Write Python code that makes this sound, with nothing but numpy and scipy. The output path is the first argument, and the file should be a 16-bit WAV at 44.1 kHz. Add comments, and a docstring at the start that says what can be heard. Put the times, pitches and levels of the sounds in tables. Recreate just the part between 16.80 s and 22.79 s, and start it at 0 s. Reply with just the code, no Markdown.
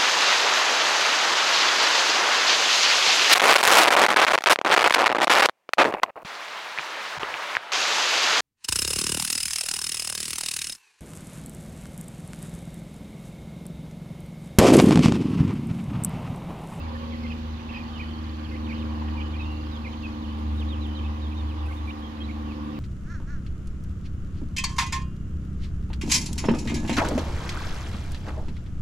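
"""Young chickens peep and scratch in dry leaves along a garden fence, each call a quick syrinx glide,
a few breaking into a rasp. Under them a lawn mower drones a few gardens away: low engine orders swell
and fade as it moves, with exhaust rumble, a ringing deck and the rush of the blades on top.
One songbird trills far off, another whistles, and a soft hiss fills the background.
A few dull scuffs land about two seconds in."""
import sys
import numpy as np
from scipy import signal
from scipy.fft import rfft, irfft, next_fast_len
from scipy.io import wavfile
from scipy.ndimage import uniform_filter1d, map_coordinates

SR = 44100
rng = np.random.default_rng(int(sys.argv[2]) if len(sys.argv) > 2 else 0)


def pcm_store(signal):
    """Save signal as 16-bit PCM."""
    levels = np.round(np.clip(np.atleast_2d(signal), -1, 1) * 32767)
    wavfile.write(sys.argv[1], SR, levels.astype(np.int16).T)


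N = 264159

# A pan_db is left minus right; a fader_db is a level ahead of its layer's further gains.
# peeps that dip and flick up: start_s, length_s, low_hz, slide_share, flick_share, level_db
PEEPS = [(.305, 0.06, 1950, .4, .28, -51), (.432, 0.04, 2020, 0.134, 0.47, -46),
         (0.497, 0.037, 2417, 0.18, .32, -44.5), (.935, 0.046, 2410, 0.16, .15, -43),
         (1.0, .02, 2425, .04, 0.015, -47.5), (1.71, 0.063, 2020, 0.087, 0.58, -49.5),
         (1.886, 0.049, 2210, 0.21, 0.33, -43), (2.365, 0.06, 2300, .08, 0.16, -46.5),
         (2.53, 0.042, 2350, .04, .12, -51), (2.593, 0.032, 2530, 0.057, 0, -43.5),
         (3.041, 0.043, 2080, 0.34, 0.32, -43), (3.228, 0.043, 2547, .11, .0, -42.5),
         (4.235, 0.045, 2530, .03, 0.41, -54), (4.51, 0.027, 2350, .19, 0.25, -53),
         (4.838, 0.041, 2580, 0.17, 0.012, -54), (4.9, 0.032, 2130, .03, 0.37, -49.5),
         (5.072, .041, 2306, 0.047, 0.36, -44.5), (5.482, 0.033, 2140, 0.14, 0.22, -46)]
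# cheeps that fall ever faster: start_s, length_s, top_hz, fall_share, level_db, pan_db
CHEEPS = [(0.294, .055, 3370, 0.16, -57, -9), (1.129, 0.061, 3135, 0.18, -50.5, -10),
          (1.636, 0.04, 3410, 0.38, -52, -15), (1.837, .047, 3750, 0.55, -52, -9),
          (1.978, 0.057, 3680, 0.45, -51, -9), (2.397, 0.032, 2950, 0.2, -49, -15),
          (2.515, 0.048, 3480, 0.28, -52.5, -9), (2.58, 0.072, 3830, .07, -53.5, -25),
          (2.909, 0.07, 3850, 0.22, -51, -20), (3.116, 0.03, 3650, 0.43, -52, -9),
          (3.21, .055, 3660, .23, -57, -21), (3.412, .056, 3650, .36, -56, -17.5),
          (3.769, 0.068, 3860, 0.45, -49, -16), (3.88, 0.073, 3800, 0.34, -48, -21),
          (4.003, 0.07, 4020, 0.39, -50, -20), (4.148, 0.053, 4020, 0.45, -50.5, -14),
          (4.409, 0.069, 3860, 0.21, -52, -15), (4.666, 0.06, 3500, 0.38, -53.5, -6),
          (4.783, 0.054, 3730, 0.29, -55, -13), (5.683, .051, 2750, 0.25, -53, -12)]
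# pips in one small arch: start_s, length_s, top_hz, arch_share, level_db, pan_db
PIPS = [(0, 0.019, 2710, .04, -49, -7), (0.147, 0.023, 1790, .03, -46.5, -3),
        (.886, 0.0286, 2720, 0.23, -46.5, -9), (1.192, 0.028, 2480, 0.13, -40.5, -7),
        (1.221, 0.021, 1920, .04, -49, -12), (4.559, 0.056, 3760, .1, -52, -18),
        (4.877, .03, 1550, 0.026, -48, -11), (4.957, 0.039, 3680, 0.082, -53.5, -15),
        (5.09, 0.028, 3830, .15, -54, -17), (5.402, .028, 3280, 0.043, -45, -14),
        (5.429, 0.033, 4050, .22, -51, -24)]
# the syrinx breaking into a rasp: start_s, length_s, level_db
RASPS = [(0.288, 0.12, -56), (0.43, 0.081, -53), (0.505, 0.027, -45), (0.894, 0.13, -45.5),
         (1.887, 0.13, -49), (2.272, 0.026, -46), (2.388, .05, -49), (5.436, .03, -63)]
# throat resonances of the rasp: frequency_hz, gain_db
THROAT_EQ = [(1200, -28), (1750, 8), (2100, 2), (2550, 7), (3300, 5.5), (4000, -25), (5000, -12),
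             (6000, -45), (8000, -60)]
# decay of the garden's echo: frequency_hz, t60_s
GARDEN_DECAY = [(200, 0.23), (3000, 0.33), (10000, 0.27)]

# engine speed, four firings to a cycle: time_s, cycle_hz
ENGINE_SPEED = [(0, 19.65), (.5, 19.51), (1.2, 19.28), (2, 19.12), (3, 18.92), (3.75, 18.74), (4.5, 18.92),
                (5.2, 18.72), (5.99, 18.55)]
# the four strongest harmonics, each fading on its own way over the gardens: time_s, fader_db
HARMONIC_RIDES = [[(0.01, -31.2), (0.27, -35), (0.73, -33.6), (0.85, -39.5), (1.07, -41), (1.19, -33.5),
                   (2.03, -33), (2.23, -29.5), (2.71, -30.5), (3.37, -37.5), (3.73, -26.0), (4.09, -30),
                   (4.87, -29), (5.07, -31.5), (5.29, -45), (5.39, -34.5), (5.59, -33), (5.97, -39.5)], [(0.01, -52), (0.69, -46.7), (0.91, -54), (1.25, -48.1), (1.59, -52),
                                        (2.99, -49.5), (3.31, -57), (4.13, -51.3), (5.15, -64),
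                                        (5.97, -42.5)],
                  [(0.01, -41), (0.45, -35), (0.81, -42.1), (0.91, -37.5), (1.65, -40), (1.93, -34),
                   (2.75, -41.5), (3.35, -38.5), (3.43, -36), (4.69, -41.5), (4.83, -49), (5.03, -42.5),
                   (5.71, -37), (5.97, -38)], [(0.01, -56.0), (0.71, -55.5), (1.81, -41), (2.91, -42),
                                           (2.99, -50.5), (3.29, -42.5), (4.11, -41), (4.33, -49.4),
                                           (4.47, -42), (5.09, -45), (5.97, -38.5)]]
# balance of those harmonics, first to fourth: trim_db
HARMONIC_TRIMS = [-0.48, -0.71, 0.13, 0.074]
# a tone just under the firing rate that makes the drone throb: time_s, level_db
THROB_RIDE = [(2.9, -56), (3.6, -50), (4.3, -42), (5.4, -43), (5.99, -65)]
# weak orders from unequal firings: cycle_multiple, fader_db
WEAK_ORDERS = [(11, -56), (13, -51.5), (14, -63), (15, -61.5), (17, -54), (18, -62.5), (20, -66), (24, -68),
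               (25, -65), (42, -62), (46, -74), (50, -69)]
# hum of a second, fainter machine: pitch_hz, fader_db
FAR_HUM = [(48.5, -54), (101.5, -52.5)]
# exhaust rumble: frequency_hz, gain_db
EXHAUST_EQ = [(15, -20), (32, -6), (48, -0.5), (95, 5), (125, -6), (180, -6), (245, -3), (335, -4.5),
              (420, -11.5), (515, -14.5), (600, -14.5), (900, -50)]
# the cutting deck's hollow ring: frequency_hz, gain_db
DECK_EQ = [(400, -7), (480, -7.5), (520, 7.5), (550, -5), (600, -6), (700, -53)]
# swells of that ring: time_s, fader_db
DECK_RIDE = [(0.01, -52.5), (0.25, -45.5), (1.17, -61.5), (2.05, -46.5), (2.19, -52.5), (4.09, -54.5),
             (5.15, -57.5), (5.97, -56)]
# air rushing off the blades: frequency_hz, gain_db
BLADE_EQ = [(400, -25), (650, -10.5), (790, -1.5), (1000, -1.5), (1170, 1.5), (1270, -10), (1450, -11.5),
            (2000, -14.5), (3500, -72)]
# swells of that rush: time_s, fader_db
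BLADE_RIDE = [(0.01, -48), (0.53, -53.5), (1.05, -49), (1.63, -51.8), (2.15, -47.5), (3.05, -50.5),
              (5.97, -50.5)]
# soft background hiss, cut off steeply above about 7 kHz: frequency_hz, gain_db
HISS_EQ = [(700, -5.5), (1400, -1), (1900, -2.5), (3000, 1), (4200, -5), (5500, -12), (7100, -16),
           (7600, -28.5), (9500, -26), (12500, -27.5), (15500, -30.5)]
# its lean to the right: frequency_hz, pan_db
HISS_PAN = [(60, -0.5), (110, -0.5), (200, -0.5), (380, -2), (700, -1.5), (1290, -4.5), (2380, -3),
            (4400, -10), (8120, -9), (15000, -9.5)]

# pace of the trill: time_s, chips_per_s
TRILL_PACE = [(0, 20.4), (1.4, 19.6)]
# swells of the trill: time_s, fader_db
TRILL_RIDE = [(.03, -58), (.8, -59), (1.3, -54), (2.3, -58.5), (2.8, -56.5), (3.2, -56), (3.7, -63)]
# feet and beaks in the leaves: start_s, length_s, fader_db
SCRATCHES = [(.13, .08, -75), (2.7, .05, -71), (3.55, 0.092, -76), (3.7, .13, -74), (3.797, .015, -66),
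             (4.066, .012, -65), (4.55, 0.28, -78), (4.855, 0.019, -67), (4.787, .26, -68),
             (5.018, 0.15, -74), (5.18, .05, -72), (5.8, 0.13, -76)]
# crisp top of dry leaves: frequency_hz, gain_db
LEAF_EQ = [(800, -22), (2500, -11), (10000, 4), (15500, -7)]
# far whistled notes: start_s, length_s, pitch_hz, fader_db
WHISTLES = [(1.16, 0.11, 3075, -47.5), (1.27, 0.1, 3140, -47.5), (2.409, 0.075, 2963, -47),
            (2.638, 0.11, 2765, -41.5), (2.73, 0.095, 2790, -49.5), (3.464, 0.077, 3020, -51),
            (4.068, 0.096, 3054, -48.5), (4.15, .06, 3160, -44), (5.215, 0.056, 3200, -47.5)]
# dull knocks and scuffs: start_s, length_s, level_db
SCUFFS = [(2.209, 0.026, -34.5), (2.257, 0.04, -56), (2.324, 0.07, -42), (2.595, 0.12, -42.5)]
# their boxy midrange: frequency_hz, gain_db
SCUFF_EQ = [(400, -33), (700, -14), (950, 14), (1400, -21), (2700, -13), (4500, -35), (8000, -81)]


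def amp(db):
    """Decibels to gain."""
    return 10 ** (np.asarray(db) / 20)


def unit(x):
    """Scaled to rms 1."""
    return x / np.sqrt(np.mean(x ** 2) + 1e-20)


def along(points, hz):
    """A curve over frequency, read on a log axis."""
    knots_hz, values = np.transpose(points)
    return np.interp(np.log(hz + 1), np.log(knots_hz + 1), values)


def ride(points):
    """An automation curve, one value per sample."""
    return np.interp(np.arange(N) / SR, *np.transpose(points))


def wobble(rate):
    """A smooth random curve, rate knots a second."""
    return map_coordinates(rng.standard_normal(int(N * rate / SR) + 4), [np.arange(N) * rate / SR])


def filtered(x, response):
    """x through a complex frequency response."""
    size = next_fast_len(N + SR // 2)
    return irfft(rfft(x, size) * response(np.fft.rfftfreq(size, 1 / SR)), size)[..., :N]


def pan(pan_db):
    """Left and right gains of mean power 1."""
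    return unit(amp([[pan_db / 2], [-pan_db / 2]]))


def add(track, start_s, sound):
    """Mix a sound in at start_s."""
    part = track[..., round(start_s * SR):][..., :sound.shape[-1]]
    part += sound[..., :part.shape[-1]]


def bursts(events, taper=1):
    """An envelope with one soft bump per event; taper is the share spent fading."""
    envelope = np.zeros(N)
    for start_s, length_s, db in events:
        add(envelope, start_s, amp(db) * signal.windows.tukey(int(length_s * SR), taper))
    return envelope


def tone(phase, random_start=True):
    """A sine of rms 1."""
    return np.sqrt(2) * np.sin(phase + (rng.uniform(0, 2 * np.pi) if random_start else 0))


def rush(eq, shared, patchy_db):
    """Stereo noise of rms 1, partly common to both sides, with patches of random gain."""
    spectra = signal.stft(rng.standard_normal((3, N)), nperseg=512)[2]
    patches = uniform_filter1d(rng.standard_normal(spectra.shape[1:]), size=5, axis=0)
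    patches = unit(uniform_filter1d(patches, size=14, axis=1))
    noise = signal.istft(spectra * amp(patchy_db * patches), nperseg=512)[1][:, :N]
    pair = np.sqrt(shared) * noise[2] + np.sqrt(1 - shared) * noise[:2]
    return unit(filtered(pair, lambda hz: amp(along(eq, hz))))


def syrinx(length_s, glide, rise_db, waver, overtone_db=-35):
    """A bird note of rms 1: its pitch is glide(u), u from 0 to 1, and its level tilts by rise_db."""
    u = np.linspace(0, 1, int(length_s * SR))
    tremor, flutter = (map_coordinates(knots, [u * length_s * 400], mode="mirror")
                       for knots in rng.standard_normal((2, 128)))
    hz = glide(u)
    phase = 2 * np.pi * np.cumsum(hz * (1 + waver * tremor)) / SR
    gate = np.sin(np.pi / 2 * np.minimum(1, np.minimum(u / .2, (1 - u) / .1)))
    swell = gate * amp(rise_db * u + 1.2 * np.sin(np.pi * u) + 1.5 * flutter)
    overtone = amp(overtone_db) / (1 + (hz / 2900) ** 10)  # the throat passes it only on low notes
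    return unit(swell * (np.sin(phase) + overtone * np.sin(2 * phase)))


def arching(hz, arch):
    """Pitch that tops out at hz in the middle."""
    return lambda u: hz * (1 - arch * (2 * u - 1) ** 2)


def falling(hz, fall, apex, bend):
    """Pitch that tops out at hz when u is apex, then drops, ever faster if bend is over 1."""
    return lambda u: hz * (1 - fall * (np.abs(u - apex) / (1 - apex)) ** bend)


def dipping(hz, slide, flick, turn=.659):
    """Pitch that slides down to hz until u is turn, then flicks up."""
    return lambda u: hz * (1 + slide * np.maximum(1 - u / turn, 0) ** 1.092
                           + flick * np.maximum((u - turn) / (1 - turn), 0) ** 1.86)


def scattered(x, spread_s):
    """Leaves and ground smear a sound over a few ms, differently on each side."""
    t = np.arange(SR // 25) / SR
    paths = rng.standard_normal((2, len(t))) * np.exp(-t / spread_s)
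    return signal.fftconvolve(x[None], paths / np.linalg.norm(paths[0]), axes=1)[:, :N]


def garden(x):
    """Diffuse echo from fence, trees and house walls."""
    hz, t, spectra = signal.stft(rng.standard_normal((2, SR // 2)), SR, nperseg=256)
    decay = amp(-60 * t / along(GARDEN_DECAY, hz)[:, None])
    onset = 1 - np.exp(-t / .0049)
    tail = signal.istft(spectra * decay * onset, SR, nperseg=256)[1]
    return signal.fftconvolve(np.atleast_2d(x), tail / np.linalg.norm(tail[0]), axes=1)[:, :N]


def chick_calls(peep_pan_db=-10, faint_per_s=3):
    """The flock's cue list: start_s, length_s, glide, level_db, pan_db."""
    calls = []
    for start_s, length_s, hz, slide, flick, db in PEEPS:
        calls.append((start_s, length_s, dipping(hz, slide, flick), db, peep_pan_db))
    for start_s, length_s, hz, fall, db, pan_db in CHEEPS:
        calls.append((start_s, length_s, falling(hz, fall, apex=.168, bend=1.9), db, pan_db))
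    for start_s, length_s, hz, arch, db, pan_db in PIPS:
        calls.append((start_s, length_s, arching(hz, arch), db, pan_db))
    # faint peeps from the rest of the flock
    for when, pitch, slide, flick in rng.random((int(faint_per_s * N / SR), 4)):
        glide = dipping(2560 * (1 + .3 * (pitch - .5)), .193 * slide, .5 * flick)
        calls.append((when * N / SR, .045, glide, -58.5, peep_pan_db))
    return calls


def chicks():
    """Calls along the fence; a strained syrinx rasps and sounds more of its octave."""
    hoarseness = bursts(RASPS, taper=.8)
    flock = hoarseness * rush(THROAT_EQ, shared=.8, patchy_db=2) * pan(-10)
    for start_s, length_s, glide, db, pan_db in chick_calls():
        middle = min(int((start_s + length_s / 2) * SR), N - 1)
        strain = min(hoarseness[middle] / amp(db), .5)
        overtone_db = 20 * np.log10(.036 + .25 * strain)
        call = syrinx(length_s, glide, rise_db=5, waver=.018, overtone_db=overtone_db)
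        add(flock, start_s, amp(db) * call * pan(pan_db))
    send = flock.mean(0)
    echo = amp(-6.5) * scattered(send, spread_s=.0066) + amp(-11.5) * garden(send)
    return flock + echo * pan(.5)


def mower_engine(cycle, throb_hz=5.05, throb_crest_s=4.66):
    """Engine orders flutter in the moving air while a nearby tone beats against the lowest."""
    firing = 4 * cycle
    beat = 2 * np.pi * throb_hz * (np.arange(N) / SR - throb_crest_s)
    drone = amp(ride(THROB_RIDE)) * tone(firing - beat, random_start=False)
    rides_db = [ride(points) for points in HARMONIC_RIDES]
    for k, (db, trim_db) in enumerate(zip(rides_db, HARMONIC_TRIMS), 1):
        drone += amp(db + trim_db + .5 * wobble(9)) * tone(k * firing, random_start=k > 1)
    for order, db in WEAK_ORDERS:
        # the lower ones fade with the nearest strong harmonic
        nearest_db = rides_db[min(round(order / 4), 4) - 1]
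        fade_db = .89 * (nearest_db - nearest_db.mean()) if order < 22 else 0
        drone += amp(db + fade_db + 1.5 * wobble(2.54)) * tone(order * cycle)
    return drone * pan(-.4)


def far_machine():
    """A second machine hums underneath, drifting in level and pitch."""
    hum = np.zeros(N)
    for hz, db in FAR_HUM:
        gain = amp(db + 1 + 2.7 * wobble(3.5))
        drifting_hz = hz * (1 + .0202 * wobble(3))
        hum += gain * tone(2 * np.pi * np.cumsum(drifting_hz) / SR)
    return hum * pan(-.4)


def mower_exhaust():
    """Rough low rumble that loosely follows the fading of the third harmonic."""
    third_db = ride(HARMONIC_RIDES[2])
    level_db = -42.5 + .32 * (third_db - third_db.mean())
    return amp(level_db) * rush(EXHAUST_EQ, shared=.92, patchy_db=0) * pan(-.41)


def mower_deck(cycle):
    """Two close machine tones near 500 and 530 Hz whine and swell together over the deck's hollow ring."""
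    whine = unit(sum(amp(3 * wobble(2)) * np.sin(order * cycle) for order in (26.53, 28)))
    ring = unit(.96 * whine + rush(DECK_EQ, shared=.86, patchy_db=1))
    return amp(ride(DECK_RIDE) + 2) * ring * pan(-.1)


def mower_blades(cycle):
    """Air rushes off the blades, pulsing lightly at the firing rate."""
    pulse = 1 + .087 * np.sin(4 * cycle)
    return amp(ride(BLADE_RIDE) + 5) * pulse * rush(BLADE_EQ, shared=.38, patchy_db=1.5) * pan(-1.6)


def background_hiss(fade_db_per_s=.41):
    """A wide, soft hiss, mostly from the right, slowly easing off."""
    level_db = -48.5 - fade_db_per_s * np.arange(N) / SR
    hiss = amp(level_db) * rush(HISS_EQ, shared=.12, patchy_db=1.56)
    lean = lambda hz: np.sqrt(2 / (1 + amp(np.outer([-2, 2], along(HISS_PAN, hz)))))
    return filtered(hiss, lean)


def triller(start_s=.031, end_s=3.7):
    """A sparrow's dry trill: one quick downward chip, repeated evenly after a slightly hurried start."""
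    song, fader_db = np.zeros(N), ride(TRILL_RIDE)
    first, last = int(start_s * SR), int(end_s * SR)
    chip_count = np.floor(np.cumsum(ride(TRILL_PACE)[first:last]) / SR)
    for onset in first + np.flatnonzero(np.diff(chip_count, prepend=-1)):
        glide = falling(4980 * rng.normal(1, .01), fall=.2, apex=0, bend=1)
        chip = syrinx(.018, glide, rise_db=3, waver=.02)
        add(song, onset / SR, amp(fader_db[onset] + rng.normal(0, 1)) * chip)
    blurred = amp(-3.5) * song + amp(-6) * scattered(song, spread_s=.009)
    return (blurred + amp(-12) * garden(song)) * pan(-14)


def scratching(cracks_per_s=1900):
    """Each scratch lifts a cluster of tiny crackles out of a faint bed of dry leaves."""
    effort = amp(-76.5) + amp(1.5) * bursts(SCRATCHES)
    cracks = (rng.random((2, N)) < cracks_per_s / SR) * rng.standard_normal((2, N))
    crackle = filtered(cracks, lambda hz: amp(along(LEAF_EQ, hz)))
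    return effort * unit(crackle + amp(-6) * garden(crackle)) * pan(-6)


def whistler():
    """Thin, nearly flat notes, blurred by distance."""
    song = np.zeros(N)
    for start_s, length_s, hz, db in WHISTLES:
        add(song, start_s, amp(db) * syrinx(length_s, arching(hz, .019), rise_db=-4, waver=.022))
    return (amp(-8.5) * song + amp(-9.5) * garden(song)) * pan(-4.5)


def scuffs():
    """Brief dull bumps without a ring."""
    return bursts(SCUFFS) * rush(SCUFF_EQ, shared=.43, patchy_db=-2)


def scene():
    """A bed of machines and hiss with the birds on top; one sagging engine speed drives the mower."""
    cycle = 2 * np.pi * np.cumsum(ride(ENGINE_SPEED)) / SR  # engine phase
    bed = mower_engine(cycle) + far_machine()
    bed += mower_exhaust() + mower_deck(cycle) + mower_blades(cycle) + background_hiss()
    return bed + whistler() + triller() + scratching() + scuffs() + chicks()


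def record(dry, left_lag_s=.0004, top_hz=15720):
    """Sound reaches the left side a touch later, and everything above top_hz is cut."""
    lags_s = np.array([[left_lag_s / 2], [-left_lag_s / 2]])
    return filtered(dry, lambda hz: np.exp(-2j * np.pi * hz * lags_s) * (hz < top_hz))


dry = scene()
out = record(dry)
pcm_store(out)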